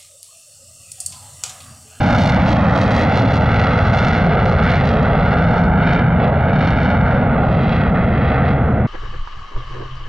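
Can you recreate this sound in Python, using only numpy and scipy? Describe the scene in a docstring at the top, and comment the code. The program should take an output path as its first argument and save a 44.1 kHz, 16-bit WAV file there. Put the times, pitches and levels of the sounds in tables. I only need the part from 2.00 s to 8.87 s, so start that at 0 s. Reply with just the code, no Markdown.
"""A far-off jet fighter rumbles, roars and crackles over an airfield, in bursts of steep shock fronts.
Turbulent mixing in the exhaust is shaped noise; the shock fronts are pressure jumps at random times.
The sound arrives directly and off the ground: the drifting lag sweeps a comb through the roar.
Scattering adds a treble hiss; two microphone ports hear the wave, and a quick gain control evens its level."""
import sys
import numpy as np
from scipy import signal
from scipy.fft import rfft, irfft, next_fast_len
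from scipy.io import wavfile
from scipy.ndimage import uniform_filter1d, map_coordinates

SR = 44100
rng = np.random.default_rng(int(sys.argv[2]) if len(sys.argv) > 2 else 0)


def wav_out(sig):
    """Save sig, one row per channel (or a flat mono array), as 16-bit PCM at SR to the path in sys.argv[1]."""
    wavfile.write(sys.argv[1], SR, np.round(np.clip(np.atleast_2d(sig).T, -1, 1) * 32767).astype(np.int16))


N = 302967

# Relative colour of the steep shock edges: hz, level_db
SNAP_SPECTRUM = [(1200, -38), (2200, -4), (3000, -2), (4000, -1.5), (5000, -7.5), (6000, -9.5),
                 (7500, -19.5), (9000, -25), (12000, -25.5), (15000, -42.5)]
SHOCK_RANGE_DB = 10  # spread of the front sizes before merging


def amp(db):
    """A level in decibels is the logarithm of an amplitude ratio: return that ratio."""
    return 10 ** (np.asarray(db) / 20)


def unit(x):
    """Normalise the mean power: scale to rms 1."""
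    return x / np.sqrt(np.mean(x ** 2) + 1e-20)


def along(points, hz):
    """Interpolate (hz, value) points on a logarithmic frequency axis."""
    f, v = np.transpose(points)
    return np.interp(np.log(hz + 1), np.log(f + 1), v)


def curves(rows):
    """Interpolate in time: one value per sample for each column after start_s."""
    s, *columns = np.transpose(rows)
    return [np.interp(np.arange(N) / SR, s, column) for column in columns]


def wobble(rate):
    """Band-limited random modulation: a spline through rate random knots a second."""
    knots = rng.standard_normal(int(N * rate / SR) + 4)
    return map_coordinates(knots, [np.arange(N) * rate / SR])


def filtered(x, response):
    """Linear filtering: multiply the spectrum of x by a complex response of frequency."""
    m = next_fast_len(N + SR // 2)
    spectrum = rfft(x, m) * response(np.fft.rfftfreq(m, 1 / SR))
    return irfft(spectrum, m)[..., :N]


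def noise(spectrum, pitch):
    """Coloured noise of rms 1; reading it at a varying speed scales all its frequencies by pitch."""
    still = filtered(rng.standard_normal(N), lambda hz: amp(along(spectrum, hz)))
    return unit(map_coordinates(still, [np.cumsum(pitch)], mode="mirror"))


def running_rms(x, seconds):
    """Short-time level: the root of the power averaged twice over a sliding window."""
    width = max(int(seconds * SR), 2)
    power = uniform_filter1d(uniform_filter1d(x ** 2, width), width)
    return np.sqrt(np.abs(power) + 1e-12)


def bell(s, length):
    """Gaussian envelope in time, 1 at its centre and 1/e at half its length to either side."""
    return np.exp(-(2 * (np.arange(N) / SR - s) / length) ** 2)


def plume(rumble_db=-14.5, roar_db=0.0, flutter_db=0.4, doppler_share=.75):
    """Turbulent mixing behind the nozzle radiates broadband noise: a wandering rumble and a fluttering roar."""
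    # Relative colour of the rumble: hz, level_db
    rumble_spectrum = [(12, -13), (25, -15.5), (55, -1), (85, 2), (115, 0.5), (160, 2), (235, 1), (290, -5),
                       (335, -7.5), (500, -11), (1200, -71), (4000, -130)]
    # Wandering weight of the rumble: start_s, pitch_factor
    rumble_pitch = [(0, 1.254), (.95, 1.204), (1.6, 1.05), (2.15, 1.0), (3.1, 0.99), (4.3, 1.02),
                    (5, 1.124), (5.8, 0.99), (6.87, 0.99)]
    # Relative colour of the roar: hz, level_db
    roar_spectrum = [(150, -41), (315, -8.5), (420, -1), (530, -3), (680, -0.5), (1000, -9.5), (1400, -11),
                     (2200, -26), (4000, -47), (8000, -130)]
    # Roar level before its offset and flutter: start_s, level_db
    roar_level = [(0.0, -18), (0.75, -18), (1.35, -19), (1.5, -24.5), (1.95, -19.5), (2.15, -23.5),
                  (2.33, -19), (2.75, -23.5), (3.1, -17.5), (3.3, -20.5), (3.55, -20), (4.1, -23),
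                  (4.25, -17), (4.7, -24), (5.45, -19.5), (5.8, -24), (6.65, -23), (6.87, -26.5)]
    # Doppler shift as the jet swings past, before doppler_share: start_s, pitch_factor
    doppler = [(0, 1.25), (.5, 1.276), (1, 1.306), (1.5, 1.103), (2.2, 1.013), (3, 1.02), (4, 1.04),
               (5, 1.05), (6.87, 1.08)]

    rumble = amp(rumble_db) * noise(rumble_spectrum, curves(rumble_pitch)[0])
    level_db = curves(roar_level)[0] + roar_db + flutter_db * wobble(12)
    roar = amp(level_db) * noise(roar_spectrum, curves(doppler)[0] ** doppler_share)
    return rumble + roar


def boom():
    """Narrow-band noise: a band mostly near 150 Hz wanders in pitch and level inside the rumble."""
    # Path of the band: start_s, centre_hz, level_db
    boom_path = [(0, 200, -26), (.5, 190, -28.5), (.9, 185, -23), (1.25, 120, -20), (1.8, 97, -18.5),
                 (2.05, 140, -27.5), (2.25, 165, -20.5), (2.9, 151.8, -20.5), (3.45, 168.1, -20.5),
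                 (4.15, 164, -17), (4.4, 142.1, -23.5), (5.2, 138.3, -29.5), (5.7, 155, -26.5),
                 (6.35, 147, -24), (6.87, 104.8, -23.5)]
    # Shape of the band before its pitch is moved: hz, level_db
    boom_shape = [(20, -120), (60, -50), (115, -22), (138, -5), (150, 0), (163, -5), (195, -22), (380, -70),
                  (1000, -170)]
    shape_centre_hz = 150

    centre_hz, level_db = curves(boom_path)
    return amp(level_db) * noise(boom_shape, centre_hz / shape_centre_hz)


def shocks(order=5):
    """Nonlinear steepening merges fronts: one in order, by chance, has swallowed its neighbours and stands out.

    Returns sample times and sizes in dB."""
    rate, spacing = 660, 1.8  # mean fronts a second; evenness of their gaps (1 = pure chance)
    merged_lead_db = 5
    gaps = rng.gamma(spacing, SR / rate / spacing, 2 * rate * N // SR)
    when = np.cumsum(gaps)
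    merged = rng.random(len(when)) < 1 / order
    size_db = rng.uniform(-SHOCK_RANGE_DB, 0, len(when)) - merged_lead_db * ~merged
    inside = when < N - 1
    return when[inside], size_db[inside]


def fronts(when, strength, rise_us, spectrum, size=96):
    """A shock front is a hyperbolic-tangent pressure jump: its slope is a pulse as long as the rise time."""
    offset = np.arange(-size, size + 1)
    taps = when.astype(int)[:, None] + offset
    rise = rise_us[:, None] * SR / 10 ** 6  # samples
    steps = np.clip((taps - when[:, None]) / rise, -20, 20)
    slope = strength[:, None] / rise / np.cosh(steps) ** 2
    windowed = slope * np.hanning(len(offset))
    pulses = np.bincount((taps % N).ravel(), windowed.ravel(), N)
    # a quarter turn of phase makes each pulse a jump that relaxes again
    return filtered(pulses - pulses.mean(), lambda hz: -1j * amp(along(spectrum, hz)))


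def crackle(when, size_db, crackle_db=-0.83, rasp_db=-3.0):
    """The blunt body of each front carries the lower frequencies: a dense rattle and a separately gusting rasp."""
    # Relative colour of the rattle: hz, level_db
    rattle_spectrum = [(200, -32.5), (680, 1.5), (880, 3.5), (1040, -1.5), (1380, 2.1), (1620, -1),
                       (2100, -17.5), (2700, -30.5), (3500, -34.5), (5000, -62.5), (9000, -110)]
    # Rattle level before crackle_db: start_s, level_db
    rattle_level = [(0.0, -31), (0.15, -20), (0.23, -38), (0.38, -23), (0.53, -31), (0.73, -20.5),
                    (0.83, -35), (1.38, -28), (1.47, -20), (2.05, -22), (2.5, -22.5), (2.63, -19),
                    (2.88, -26.5), (3.3, -22), (3.7, -22), (3.88, -20), (4.35, -29), (4.62, -22.5),
                    (4.8, -24.5), (5.05, -21.5), (5.25, -25.5), (5.45, -29), (5.68, -31), (5.8, -24.5),
                    (5.9, -26), (6.0, -23.5), (6.13, -31), (6.4, -22), (6.68, -32), (6.87, -31.5)]
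    # Relative colour of the rasp near 2 kHz: hz, level_db
    rasp_spectrum = [(1100, -41), (1650, -2.5), (2050, 0.5), (2300, -1), (2700, -14), (3500, -18),
                     (5000, -43), (9000, -104)]
    # Rasp level before rasp_db: start_s, level_db
    rasp_level = [(0, -30), (.25, -33), (.34, -28), (.45, -31), (.8, -35.5), (.98, -27.5), (1.25, -32),
                  (1.42, -33.5), (1.58, -27), (1.85, -33), (2.05, -28.5), (2.3, -32.5), (2.55, -35),
                  (2.7, -23), (2.9, -34.5), (3.25, -33.5), (3.78, -34.5), (3.9, -26), (4.08, -35),
                  (4.45, -35.5), (4.6, -32), (5.0, -32), (5.4, -36.5), (5.6, -37), (5.8, -33), (6.5, -30),
                  (6.68, -40.5), (6.87, -37)]

    def body(spectrum, level_db):
        # compressed sizes, and one rise time of 30 us for all
        jumps = fronts(when, amp(.4 * size_db), np.full(len(when), 30.), spectrum)
        return amp(level_db) * jumps / running_rms(jumps, seconds=0.038)

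    rattle = body(rattle_spectrum, curves(rattle_level)[0] + crackle_db)
    rasp = body(rasp_spectrum, curves(rasp_level)[0] + rasp_db)
    return rattle + rasp


def bursts():
    """Intermittency: the crackle tears in bursts, each a Gaussian swell and sharpening in dB."""
    # Bursts: peak_s, length_s, swell_db of the snaps, sharpen_db (shortening of their rise time)
    burst_rows = [(0.05, 0.18, 0.5, 8.5), (0.227, 0.24, 7, 10.0), (0.503, 0.1, 6.5, 4),
                  (0.805, 0.13, 4.5, 6.5), (0.971, 0.13, 6, 9), (1.183, 0.1, 7, 4.5),
                  (1.346, 0.084, 4.5, 5), (1.599, 0.14, 4.5, 1.5), (2.021, 0.44, 5, 6), (2.495, 0.14, 2, 5),
                  (2.71, 0.17, 7, 4.5), (2.887, 0.13, 4.5, 4), (3.344, 0.32, 6, 3.5), (3.6, 0.31, 8, 8.5),
                  (3.904, 0.25, 15.5, 5), (4.241, 0.087, 13, 0.0), (4.639, 0.24, 14, 4),
                  (4.87, 0.23, 10.5, 5.5), (5.138, 0.25, 6, 4.5), (5.506, 0.2, 11.5, 2.5),
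                  (5.729, 0.26, 13, 1.5), (6.293, 0.18, 11, -0.5), (6.495, 0.12, 14.5, 1)]
    return sum(np.outer(db, bell(s, length)) for s, length, *db in burst_rows)


def snaps(when, size_db, snap_db=-1.26):
    """A shorter rise time means more treble: the fronts' edges are steeper when big, and sharpen in bursts."""
    # Distance weakens and dulls the edges; before bursts, size and snap_db:
    # start_s, level_db (around 3-5 kHz), rise_us
    edge = [(0.0, -38.5, 62), (0.65, -41.5, 46), (1.6, -41, 56), (2.35, -42.5, 86), (3.05, -43.5, 82),
            (3.72, -56, 148.5), (4.4, -53, 97), (5.33, -56, 134.5), (6.1, -52.5, 99), (6.55, -60.5, 89),
            (6.65, -63, 126), (6.87, -70, 74)]
    blunt_us_per_db = 1.4  # smaller fronts rise more slowly

    level_db, rise_us = curves(edge)
    swell_db, sharpen_db = bursts()
    sharpened_us = (rise_us * amp(-sharpen_db))[when.astype(int)]
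    front_us = sharpened_us - blunt_us_per_db * (size_db + SHOCK_RANGE_DB / 4)
    jumps = fronts(when, amp(size_db), np.maximum(front_us, 14), SNAP_SPECTRUM)
    treble = filtered(jumps, lambda hz: 1 / (1 + ((hz - 4000) / 1000) ** 8))
    return amp(level_db + swell_db + snap_db) * jumps / running_rms(treble, seconds=.045)


def fade(x):
    """Propagation through turbulence: the air on the way takes some of the highs out for a moment."""
    # Fades: centre_s, length_s, depth_db, above_hz
    fade_rows = [(1.38, 0.075, 1.5, 1090), (2.48, 0.11, 1, 1690), (3.7, 0.13, 3.5, 1700),
                 (4.315, 0.049, 3.5, 1000), (5.245, 0.069, 2.5, 990), (5.48, 0.098, 5, 1680),
                 (5.92, 0.037, 6, 1320), (6.093, 0.077, 2, 1090), (6.557, 0.054, 3, 990)]

    def highs(edge_hz):
        return filtered(x, lambda hz: 1 - 1 / (1 + (hz / edge_hz) ** 8))

    return x - sum((1 - amp(-db * bell(s, length))) * highs(edge_hz)
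                   for s, length, db, edge_hz in fade_rows)


def cracks(crack_db=-1.5):
    """An isolated steep shock is heard as a transient: single cracks stand out of the stream."""
    # Single fronts: start_s, size_db (before crack_db), rise_us
    crack_rows = [(.205, -1, 40), (.219, 1, 23), (0.226, -6, 24), (.262, -3, 23), (.297, 3, 24),
                  (.344, -3, 27), (.518, -4, 23), (.529, -4, 33), (0.761, -4, 24), (.815, 3, 25),
                  (0.949, -2, 28), (1.021, -2, 27), (1.203, -5, 23), (1.345, -7, 26), (1.37, -7, 26),
                  (1.605, -5, 51), (1.986, 0, 35), (2.051, 0, 33), (2.084, 2, 31), (2.456, -1, 39),
                  (2.488, -9, 40), (2.496, -6, 44), (2.53, -9, 40), (2.637, -2, 31), (2.717, 1, 38),
                  (2.856, -2, 38), (2.891, -1, 35), (3.029, -3, 46), (3.323, -11, 46), (3.593, -11, 42),
                  (3.639, -8.5, 42), (3.935, -2.5, 29), (3.961, -9.5, 34), (4.279, -9, 56),
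                  (4.59, -7.5, 53), (4.675, 1.5, 50), (4.707, -2, 46), (4.833, -2, 54), (4.846, -14, 50),
                  (5.634, -7.5, 54), (5.695, -4, 61)]
    s, size_db, rise_us = np.transpose(crack_rows)
    return fronts(s * SR, amp(size_db + crack_db), rise_us, SNAP_SPECTRUM)


def ground(x):
    """Interference: a delayed bounce off the grass combs the direct sound; long waves have their own path."""
    # Bounce behind the direct sound, before turbulent waver and grass: start_s, lag_ms, share
    upper_path = [(0, 1.39, .85), (.2, 1.38, .8), (.38, 1.42, .62), (.6, 1.56, .5), (.88, 1.53, .66),
                  (1.13, 1.445, .88), (1.4, 1.445, .76), (1.75, 1.48, .88), (2.08, 1.42, .72),
                  (2.6, 1.44, .68), (2.75, 1.425, .48), (2.95, 1.55, .52), (3.3, 1.42, .78),
                  (3.95, 1.36, .8), (4.13, 1.37, .68), (4.26, 1.49, .55), (4.45, 1.37, .62),
                  (4.9, 1.375, .76), (5.12, 1.385, .52), (5.45, 1.5, .65), (6.2, 1.515, .72),
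                  (6.87, 1.48, .55)]
    # The same for the long waves, which the grass colour leaves alone: start_s, lag_ms, share
    bass_path = [(0, 1.24, .75), (.45, 1.21, .9), (.8, 1.4, .65), (1.25, 1.42, .4), (1.6, 1.52, .6),
                 (2.15, 1.38, .55), (2.35, 1.75, .65), (2.75, 1.52, .6), (3.35, 1.42, .65), (3.9, 1.45, .4),
                 (4.35, 1.52, .7), (4.65, 1.38, .65), (5.1, 1.42, .75), (5.6, 1.42, .45), (6.87, 1.48, .5)]
    # What the grass gives back: hz, level_db
    grass = [(500, -11), (1000, -4.5), (2000, -3.5), (5000, -1.5), (10000, -19)]
    bass_hz = 560  # crossover between the paths
    waver_ms = .006 * wobble(8)  # turbulence shakes the lag

    def bass(hz):
        return 1 / (1 + (hz / bass_hz) ** 8)

    def upper(hz):
        return (1 - bass(hz)) * amp(along(grass, hz))

    def bounce(path, response):
        lag_ms, share = curves(path)
        heard = np.arange(N) - (lag_ms + waver_ms) * SR / 10 ** 3
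        return share * map_coordinates(filtered(x, response), [heard], mode="mirror")

    return x + bounce(bass_path, bass) + bounce(upper_path, upper)


def ports(x):
    """Stereo from one wave: small phase and level differences between the ports, split evenly left and right."""
    # Phase by which the left port lags: hz, phase_rad
    port_phase = [(20, .05), (100, .07), (300, .2), (650, .3), (1000, .9), (1200, -.05), (2300, .9),
                  (2750, .38), (4000, .75), (5500, .35), (10000, .3)]
    # Left level minus right: hz, level_db
    port_balance = [(80, .5), (300, -.3), (500, -1.4), (700, -1), (950, -3.5), (1500, .2), (2100, -.3),
                    (2550, -3), (3200, -.5), (4000, -2), (5000, 0), (10000, 0)]

    def half(hz):
        return amp(along(port_balance, hz) / 2) * np.exp(-1j * along(port_phase, hz) / 2)

    return filtered(x, lambda hz: np.array([half(hz), 1 / half(hz)]))


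def scatter(x, above_hz=5500):
    """Scattering by turbulent air and things on the field: a decaying random echo tail, different at each port."""
    t = np.arange(SR // 4) / SR
    tail = rng.standard_normal((2, len(t))) * amp(-60 * t / .12)  # down 60 dB in .12 s
    ends = signal.windows.tukey(N, .002)
    treble = filtered(x * ends, lambda hz: hz / np.hypot(hz, above_hz))
    return signal.fftconvolve(treble[None], tail / np.linalg.norm(tail[0]), axes=1)[:, :N]


def scene():
    """Superposition: the jet with its ground bounce, and the scattered hiss."""
    when, size_db = shocks()
    exhaust = plume() + boom()
    shock_stream = crackle(when, size_db) + snaps(when, size_db)
    jet = fade(exhaust + shock_stream) + cracks()
    return ports(ground(jet)) + amp(-14) * scatter(jet)


def record(dry, hold_db=-14.5, grip=0.61):
    """Dynamic compression partly evens out the swells; a faint flickering hiss and a band limit follow."""
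    # Relative colour of the hiss: hz, level_db
    hiss_spectrum = [(100, 0), (4500, 2), (6200, 1), (7500, -4), (9000, -7), (12000, -8), (13000, -20),
                     (14000, -40)]
    # Level of the hiss: start_s, level_db
    hiss_level = [(0, -61), (2.4, -73), (3.2, -69.5), (4.5, -69), (5.4, -68.5), (5.63, -63.5), (5.75, -66),
                  (6.15, -64.5), (6.3, -73), (6.5, -74), (6.68, -64), (6.87, -70)]
    top_hz = 14500

    gain = (amp(hold_db) / running_rms(dry.mean(0), seconds=0.027)) ** grip
    flicker = amp(1.5 * wobble(250) + wobble(20))
    coloured = filtered(rng.standard_normal((2, N)), lambda hz: amp(along(hiss_spectrum, hz)))
    hiss = amp(curves(hiss_level)[0]) * unit(flicker * coloured)
    ends = signal.windows.tukey(N, .002)
    return filtered((dry * gain + hiss) * ends, lambda hz: hz < top_hz)


dry = scene()
out = record(dry)
wav_out(out)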